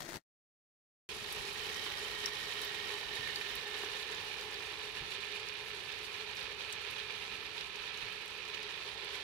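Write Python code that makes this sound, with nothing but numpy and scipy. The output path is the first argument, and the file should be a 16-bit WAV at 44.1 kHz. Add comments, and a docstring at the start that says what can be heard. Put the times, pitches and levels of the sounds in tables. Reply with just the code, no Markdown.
"""A moment of wet stirring, about a second of silence, then fruit simmering in a deep steel pan.
Heard from just above the rim while a ladle of juice is tipped in, thousands of small bubbles burst
and ring the air in pan and ladle. A few spit sharply at the surface, larger ones pop and plop in the
pulp, and the cooler juice calms the froth and fizz. A kitchen hum lies under the simmer."""
import sys
import numpy as np
from scipy import signal
from scipy.fft import rfft, irfft
from scipy.io import wavfile
from scipy.ndimage import map_coordinates

SR = 44100
rng = np.random.default_rng(int(sys.argv[2]) if len(sys.argv) > 2 else 0)


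def wav_record(signal):
    """Record a signal, one row per channel, as 16-bit PCM in the file named by sys.argv[1]."""
    frames = np.transpose(np.atleast_2d(signal))
    bounded = np.clip(frames, -1, 1)
    # unit amplitude maps onto the largest positive 16-bit level
    quanta = np.round(bounded * 32767).astype(np.int16)
    wavfile.write(sys.argv[1], SR, quanta)


N = 407035
T = np.arange(N) / SR

def amp(db):
    """Decibels to gain."""
    return 10 ** (np.asarray(db) / 20)

def unit_rms(x):
    """Scales a sound so that its centre signal has rms 1."""
    return x / np.sqrt(np.mean(np.atleast_2d(x).mean(0) ** 2) + 1e-20)

def curve(rows):
    """An automation line through (seconds, value) points."""
    return np.interp(T, *np.transpose(rows))

def swells(rows, half_s):
    """Bell-shaped rises or dips in dB, one at each row's moment."""
    return sum(db * np.exp(-((T - s) / half_s) ** 2) for s, db in rows)

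def wander(per_s):
    """Slow random drift of rms 1."""
    hz = np.fft.rfftfreq(N, 1 / SR)
    return unit_rms(irfft(rfft(rng.standard_normal(N)) * (hz / per_s) * np.exp(-hz / per_s), N))

def add(mix, s, sound, pan_db=0):
    """Mixes a sound in at time s, leaning left by pan_db."""
    sound = sound * amp([[pan_db / 2], [-pan_db / 2]])
    part = mix[:, max(round(s * SR), 0):][:, :sound.shape[1]]
    part += sound[:, :part.shape[1]]

def band(x, lo_hz, hi_hz):
    """Gentle band-pass."""
    return signal.sosfilt(signal.butter(2, [lo_hz, hi_hz], "band", fs=SR, output="sos"), x)

def eq(x, table):
    """Minimum-phase EQ with one curve for each side."""
    hz, *sides = np.transpose(table)
    log_hz = np.log(abs(np.fft.fftfreq(4096, 1 / SR)) + 1)
    log_gain = np.log(amp([np.interp(log_hz, np.log(hz), side) for side in sides]))
    taps = np.fft.ifft(np.exp(signal.hilbert(log_gain).conj())).real[:, :2048]
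    return signal.oaconvolve(np.atleast_2d(x), taps, axes=1)[:, :N]

def clicks(per_s, spread_db):
    """Impulses of random size at random moments."""
    size = amp(spread_db * np.minimum(rng.exponential(1, N), 5.5)) * rng.choice([-1, 1], N)
    return size * (rng.random(N) < per_s / SR)

def walls(t60, wet):
    """A click and its quick reflections between the pan walls, different at each side."""
    t = T[:2048]
    echoes = rng.standard_normal((2, len(t))) * amp(-60 * t / t60)
    echoes *= wet / np.linalg.norm(echoes, axis=1, keepdims=True)
    echoes[[0, 1], rng.integers(0, 20, 2)] += 1  # the direct sound
    return echoes

def crackle(per_s, spread_db, t60, wet, spots=14):
    """Bubbles bursting at many spots of the surface, each spot with its own reflections."""
    train, spot = clicks(per_s, spread_db), rng.integers(0, spots, N)
    heard = (signal.oaconvolve((train * (spot == k))[None], walls(t60, wet), axes=1)
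             for k in range(spots))
    return unit_rms(sum(heard)[:, :N])

def pings(lo_hz, hi_hz, per_s, cycles, sizes=30):
    """Small bubbles of many sizes each ring for a few cycles."""
    out, t = np.zeros((2, N)), T[:SR // 60]
    for hz in np.geomspace(lo_hz, hi_hz, sizes):
        ping = np.sin(2 * np.pi * hz * t) * np.exp(-hz * t / cycles)
        heard = signal.fftconvolve(ping[None], walls(t60=.012, wet=1.1), axes=1) / np.sqrt(hz)
        out += signal.oaconvolve(clicks(per_s / sizes, spread_db=2.6)[None], heard, axes=1)[:, :N]
    return unit_rms(out)

def ring(drive, modes):
    """Damped air resonances, heard with their own strength at each side."""
    t, response = T[:SR // 8], 0
    for hz, width_hz, left_db, right_db in modes:
        mode = np.sqrt(width_hz) * np.exp(-np.pi * width_hz * t) * np.sin(2 * np.pi * hz * t)
        response += amp([[left_db], [right_db]]) * mode
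    return signal.oaconvolve(drive[None], response, axes=1)[:, :N]

# Dark room tone. Each row: frequency in Hz, left and right gain in dB.
ROOM_EQ = [(22, -10, -8), (54, 6, -12.5), (126, 0, 1), (245, -2.5, -12), (535, -7.5, -5.5),
           (1950, -39, -54)]
# Soft handling thumps. Each row: time in seconds, peak in dB before panning, lean to the left in dB.
HAND_BUMPS = [(1.22, -53, 10), (1.37, -52, 14), (2.41, -52, 0), (3.19, -48, 4), (3.25, -53, 8),
              (4.18, -54, -4), (5.01, -48, -3), (6.43, -54, -6), (7.32, -54, -2), (8.03, -53, 5)]
HUM_HZ, HUM_DB = 100, -72

def kitchen():
    """Low room noise that eases as the hand settles, mains hum and handling bumps."""
    noise = band(rng.standard_normal((2, N)) + .6 * rng.standard_normal(N), 32, 3000)
    rumble = amp(-62.5 - 0.44 * (T - T.mean())) * unit_rms(eq(noise, ROOM_EQ))
    out = rumble + amp(HUM_DB) * np.sin(2 * np.pi * HUM_HZ * T)
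    age = T[:SR // 4] / .018  # a bump peaks after 18 ms
    for s, db, pan_db in HAND_BUMPS:
        push = band(rng.standard_normal(len(age)), 40, 150) * age * np.exp(-age)
        add(out, s - .01, amp(db) * push / abs(push).max(), pan_db)
    return out

# The tone of wet fruit. Each row: frequency in Hz, left and right gain in dB.
STIR_EQ = [(59.8, -9, -26.5), (150, -2.5, -1.5), (320, -8.5, -18.5), (604, -1.5, -13.5),
           (1180, -8.5, -14.5), (1860, -6, -20), (2660, -14, -13), (4500, -7.5, -13.5), (6000, -9, -35),
           (9000, -18, -31.5), (15000, -21.5, -43)]
# Wet smacks under the spoon. Each row: start in seconds, relative level in dB.
SPOON_SMACKS = [(0.005, -22.5), (0.029, -33.5), (0.067, -42), (0.09, -27), (0.096, -38), (0.129, -40),
                (0.149, -29), (0.158, -26), (0.169, -27.5)]

def stirring():
    """A wooden spoon turns wet berries: squelch, a hollow gurgle and a few smacks."""
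    squelch = unit_rms(eq(crackle(per_s=3300, spread_db=4, t60=.011, wet=1.1), STIR_EQ))
    cavities = [(340, 57, -1.4, -6.5), (1866, 410, -.62, -27)]
    gurgle = unit_rms(ring(clicks(per_s=930, spread_db=-3), cavities)) * np.minimum(T / .075, 1)
    smacks = np.zeros((2, N))
    for s, db in SPOON_SMACKS:
        add(smacks, s, amp(db + 14.5) * walls(t60=.022, wet=2.23))
    return amp(-50) * (squelch + gurgle) + eq(smacks, STIR_EQ)

# The froth's fader. Each row: time in seconds, level in dB.
FROTH_LEVEL = [(1.1, -57.5), (1.9, -53), (3.0, -56.5), (4.2, -59), (5.2, -69), (9.2, -69.5)]
# Its tone. Each row: frequency in Hz, left and right gain in dB.
FROTH_EQ = [(504, -7.5, -13.5), (930, -8.5, -8), (1370, -4.5, 0.5), (2070, -17, -41), (3140, -5, -15),
            (4400, -25, -5.5), (4960, -7, -10), (5370, -2.5, -17.5), (6500, -15, -32), (9450, -23.5, -23)]

def froth():
    """A patch of froth crackles, calming as the cooler juice runs in."""
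    bubbles = crackle(per_s=5000, spread_db=5, t60=.031, wet=1.9)
    return amp(curve(FROTH_LEVEL)) * unit_rms(eq(bubbles, FROTH_EQ))

# Bright top end of the fizz. Each row: frequency in Hz, left and right gain in dB.
FIZZ_EQ = [(1560, -80, -64), (3910, 12, -28), (5600, 9.5, 3), (8900, 2.5, -1), (10370, 5, 3.5),
           (11600, -1.5, -2), (15000, -12.5, -9.5)]
# Sprays of very fine spitting. Each row: centre in seconds, lift of the snaps in dB.
FINE_SPRAYS = [(1.5, 2), (2.37, 2), (2.62, 3), (3.37, 2.5), (3.52, 2.5), (3.95, 3), (4.3, 2), (5.75, 3),
               (6.06, 3), (7.22, 3), (7.65, 3), (8.9, 4), (9.14, 3)]
FIZZ_START_DB, FIZZ_SETTLED_DB, CALMING_S = -56.5, -75, 9.1

def fizz(surge_db):
    """Tiny films snap and small bubbles tick in sputtering clumps; the cooler juice calms them."""
    snaps = unit_rms(eq(crackle(per_s=2700, spread_db=3.5, t60=.044, wet=7.8), FIZZ_EQ))
    heat = np.exp(-np.maximum(T - SIMMER_START_S, 0) / CALMING_S)
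    sputter_db = 1.5 * wander(per_s=7) + swells(FINE_SPRAYS, half_s=.055)
    level_db = FIZZ_SETTLED_DB + (FIZZ_START_DB - FIZZ_SETTLED_DB) * heat + 1.3 * surge_db + sputter_db
    ticks = amp(-64.5 + .7 * (level_db - level_db.mean())) * pings(4200, 14000, per_s=420, cycles=2)
    return amp(level_db) * snaps + ticks

# Air modes of the ladle. Each row: base pitch and width in Hz, left and right gain in dB.
LADLE_MODES = [(1855, 66, -20, 4), (2180, 170, -14, -5.5), (3030, 130, -26, .5), (3790, 100, -26, -2)]
# The ladle's fader. Each row: time in seconds, level in dB before surges.
LADLE_LEVEL = [(1.1, -57), (1.42, -54), (1.6, -48.5), (2.3, -47.5), (3.3, -48), (3.85, -49.8), (4.4, -55.5),
               (4.9, -56), (8.6, -66), (9.1, -59)]
# Its pitch bend. Each row: time in seconds, pitch ratio.
LADLE_BEND = [(1.1, 1), (1.9, 1.015), (3.0, .995), (4.0, .96), (9.2, .955)]

def ladle_ring(surge_db):
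    """Small bubbles ring the air in the ladle, whose pitch sinks as the juice leaves it."""
    bowl = ring(band(clicks(per_s=900, spread_db=1.5), 1885, 3970), LADLE_MODES)
    read_position = np.cumsum(curve(LADLE_BEND))
    bent = np.array([map_coordinates(side, [read_position], order=3) for side in bowl])
    return amp(curve(LADLE_LEVEL) + .67 * surge_db) * unit_rms(bent)

# Deep and high air modes of the pan. Each row: pitch and width in Hz, left and right gain in dB.
DEEP_MODES = [(420, 25, 0, -1.5), (845, 100, -14, -8.5), (1060, 230, -6.5, -8.5)]
HIGH_MODES = [(1328, 60, -17, -11), (1778, 75, -18.5, -11), (2465, 145, -25, 0), (2660, 120, -20, -6.5),
              (2890, 120, -28, -8)]
# Their faders; the high ring is strongest with the ladle out of the way.
# Each row: time in seconds, level in dB before surges.
DEEP_LEVEL = [(1.1, -53.3), (1.9, -52.8), (2.7, -54.3), (2.95, -50), (3.3, -55.5), (3.55, -53),
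              (4.2, -52.3), (4.7, -52.6), (5.05, -56), (5.8, -56.3), (6.8, -56), (7.5, -56), (8.15, -58),
              (8.65, -55.5), (9.2, -55.5)]
HIGH_LEVEL = [(1.1, -55), (1.6, -54), (2.3, -56), (3.4, -53), (4.5, -53), (4.95, -52.5), (5.15, -49.5),
              (5.5, -49.6), (5.9, -52), (6.2, -50), (6.38, -51.5), (6.7, -48.7), (7.5, -50.3),
              (7.95, -49.3), (8.6, -50), (9.0, -55)]

def pan_ring(surge_db):
    """Large bubbles ring the deep air modes of the pan, small ones the high modes."""
    large = band(clicks(per_s=2500, spread_db=2), 370, 1300)
    small = band(clicks(per_s=800, spread_db=.8), 1280, 5400)
    deep = amp(curve(DEEP_LEVEL) + .24 * surge_db) * unit_rms(ring(large, DEEP_MODES))
    high = amp(curve(HIGH_LEVEL) + .27 * surge_db) * unit_rms(ring(small, HIGH_MODES))
    return deep + high

# Round plops from under the pulp. Each row: start in seconds, peak in dB.
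DEEP_PLOPS = [(1.445, -42), (1.865, -41), (2.607, -44), (2.95, -41), (3.836, -33), (5.82, -42),
              (8.595, -44)]

def plops():
    """A big bubble opens slowly, so its push wakes only the deep resonances of the pan."""
    push = np.zeros(N)
    for s, db in DEEP_PLOPS:
        push[round(s * SR)] = amp(db)
    sound = ring(band(push, 330, 2000), DEEP_MODES)
    return sound * push.max() / abs(sound.mean(0)).max()

# Pops in the pulp, off to the right. Each row: start in seconds, peak in dB before panning, pitch in Hz.
PULP_POPS = [(1.8642, -33, 3060), (2.2769, -34, 3000), (2.5836, -34, 3150), (2.9123, -37, 3090),
             (3.2745, -36, 2180), (3.4112, -35, 2400), (4.3171, -38, 3200), (5.703, -39, 2360),
             (6.2103, -38, 2440), (7.3373, -37, 2900), (7.5797, -37, 2690), (8.545, -38, 2930),
             (8.8793, -39, 2870), (9.1496, -39, 2670)]
POP_RING_S, POP_SNAP_S = .004, .002

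def pops():
    """A larger bubble pops: a wet snap, and a short note that rises as its cavity closes."""
    out, t = np.zeros((2, N)), T[:SR // 30]
    for s, db, hz in PULP_POPS:
        note = np.sin(2 * np.pi * hz * t * (1 + 2 * t)) * np.exp(-t / POP_RING_S)
        snap = unit_rms(band(rng.standard_normal(len(t)), hz / 2, hz * 1.44)) * np.exp(-t / POP_SNAP_S)
        sound = signal.fftconvolve((note + snap)[None], walls(t60=.03, wet=1), axes=1)
        add(out, s, amp(db) * sound / abs(sound).max(1, keepdims=True), pan_db=-13)
    return out

# Sharp accents at the surface. Each row: start in seconds, relative peak in dB, pitch in Hz,
# lean to the left in dB, share of clear tone from 0 to 1.
SURFACE_SPITS = [(1.3250, -33, 11200, 3, .25), (1.744, -36, 5800, 7, .4), (2.2588, -26, 5470, 9, .6),
                 (2.6168, -40.5, 10500, 3, .1), (2.648, -37, 14600, -2, .15), (3.3588, -27.5, 4550, -5, .7),
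                 (3.5534, -37.5, 13300, 4, .25), (3.847, -42, 5900, 3, .2), (4.147, -40, 5580, 4, .2),
                 (4.4104, -39, 4800, 2, .3), (4.542, -40, 4700, 2, .3), (5.4864, -36.5, 5290, 5, .4),
                 (5.925, -41, 5700, 7, .2), (6.050, -38.5, 4800, -2, .15), (6.351, -48, 10500, 2, .2),
                 (6.3694, -39.5, 5200, 2, .2), (6.7255, -34.5, 8200, 5, .03), (6.729, -37, 5200, 2, .2),
                 (6.903, -45, 7500, 3, .1), (6.910, -43, 9500, 3, .05), (7.108, -41, 4700, 4, .3),
                 (7.464, -42, 4900, 4, .3), (7.609, -41, 5200, 4, .2), (7.758, -43, 5200, 4, .2),
                 (7.9735, -44, 5200, 5, .15), (8.258, -47, 12000, 2, .1), (8.2791, -41, 6500, 4, .1),
                 (8.4517, -43, 5900, 5, .2), (8.484, -44, 6500, 4, .1), (8.6288, -41, 5000, -1, .3),
                 (9.046, -46.5, 9500, -2, .1)]

def spits():
    """A film tears with a bright snap and a short rasp; the open cavity sings for a few milliseconds."""
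    out, t = np.zeros((2, N)), T[:SR // 50]
    age = t / .0009  # the envelope peaks after 0.9 ms
    for s, db, hz, pan_db, tone in SURFACE_SPITS:
        ping = np.sin(2 * np.pi * hz * t * (1 + 3 * t))
        rasp = unit_rms(band(rng.standard_normal(len(t)), hz / 1.35, hz * 1.22))
        snap = amp(-21) * unit_rms(band(rng.standard_normal(len(t)), 6000, 14000))
        burst = (tone * ping + .42 * (1 - tone) * rasp + snap) * age * np.exp(-age)
        sound = signal.fftconvolve(burst[None], walls(t60=.07, wet=.4), axes=1)
        add(out, s, amp(db + 3) * sound / abs(sound).max(1, keepdims=True), pan_db)
    return out

# Flurries of bubbles and the lulls between. Each row: centre in seconds, swell or dip in dB.
BOIL_FLURRIES = [(1.87, 1.3), (2.265, 1.3), (2.92, 1), (3.18, 1.8), (3.28, 1.5), (3.77, 1.2), (3.85, 1.8),
                 (3.95, 1), (4.11, 1.5), (4.54, 1.3), (4.84, 1.2), (4.99, 2.3), (5.13, 1.8), (6.21, 2),
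                 (6.31, 1.5), (6.43, 2.6), (6.61, 1.2), (6.99, 2.3), (7.12, 2), (7.33, 1.2), (7.59, 2.2),
                 (7.88, 1.8), (8.02, 2), (8.54, 1.8), (8.72, 1.5), (8.87, 1.3), (9.04, 1.7), (9.16, 2.2)]
BOIL_LULLS = [(1.19, -2), (2.32, -1.8), (3.08, -1.5), (3.66, -1.3), (4.06, -2), (4.91, -2), (5.05, -1.5),
              (5.65, -1.2), (6.26, -2.2), (6.56, -2), (7.06, -2.2), (7.49, -1.5), (7.7, -3), (8.35, -1.2),
              (8.96, -1.3)]

def surges():
    """The boil never runs evenly: flurries, lulls and random surges, in dB about its slow course."""
    return swells(BOIL_FLURRIES, half_s=.03) + swells(BOIL_LULLS, half_s=.03) + .45 * wander(per_s=8.1)

# How hard the fruit boils, for blips and sizzle. Each row: time in seconds, relative level in dB.
BOIL_LEVEL = [(1.1, -47.5), (1.45, -45.5), (1.9, -45.5), (2.6, -44.5), (3.3, -45.5), (4.2, -45), (4.5, -47),
              (5.1, -46), (5.8, -47), (6.7, -46.5), (7.05, -45.5), (7.35, -47.5), (7.95, -46),
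              (8.25, -47.5), (9.2, -45.5)]

def blips(surge_db):
    """Larger bubbles ring briefly at the surface, mostly on the right."""
    return amp(curve(BOIL_LEVEL) + surge_db + [[-26], [-11]]) * pings(2200, 4200, per_s=550, cycles=9)

# The body of the sizzle. Each row: frequency in Hz, left and right gain in dB.
SIZZLE_EQ = [(272, -33.5, -34.5), (486, -8.5, -10), (734, -21.5, -28), (953, -7, -8), (1165, -19.5, -17.5),
             (1390, -14, -11.5), (1880, -12.5, -6), (2650, -20, -4.5), (3750, -25, -2.5), (4550, -22, -7.5),
             (5970, -15, -27.5), (6400, -28.5, -42.5), (8750, -34, -36), (16000, -58, -68)]

def sizzle(surge_db):
    """Thousands of bursting bubbles merge into a dense sizzle that comes in clumps."""
    bubbles = crackle(per_s=8000, spread_db=3.5, t60=.041, wet=1)
    return amp(curve(BOIL_LEVEL) - 1.5 + surge_db) * unit_rms(eq(bubbles, SIZZLE_EQ))

STIR_END_S, SIMMER_START_S = .17, 1.09

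def scene():
    """The stirring fades out fast; after a silence the simmering starts at once."""
    surge_db = surges()
    body = sizzle(surge_db) + froth() + pops() + pan_ring(surge_db) + ladle_ring(surge_db)
    simmer = body + fizz(surge_db) + blips(surge_db) + spits() + plops() + kitchen()
    stir_fade = amp(-900 * np.clip(T - STIR_END_S, 0, .2))
    return stir_fade * stirring() + (T >= SIMMER_START_S) * simmer

NOTCH_HZ, TOP_HZ = 5950, 15750

def record(dry):
    """The right microphone port is deaf in a narrow band; both sides lose the highest treble."""
    hz = np.fft.rfftfreq(N, 1 / SR)
    notch = amp(-30 * np.exp(-((hz - NOTCH_HZ) / 260) ** 2))
    ports = np.array([dry[0], irfft(rfft(dry[1]) * notch, N)])
    low_pass = signal.firwin(511, TOP_HZ, window=("kaiser", 9), fs=SR)
    return signal.oaconvolve(ports, low_pass[None], "same")

dry = scene()
out = record(dry)
wav_record(out)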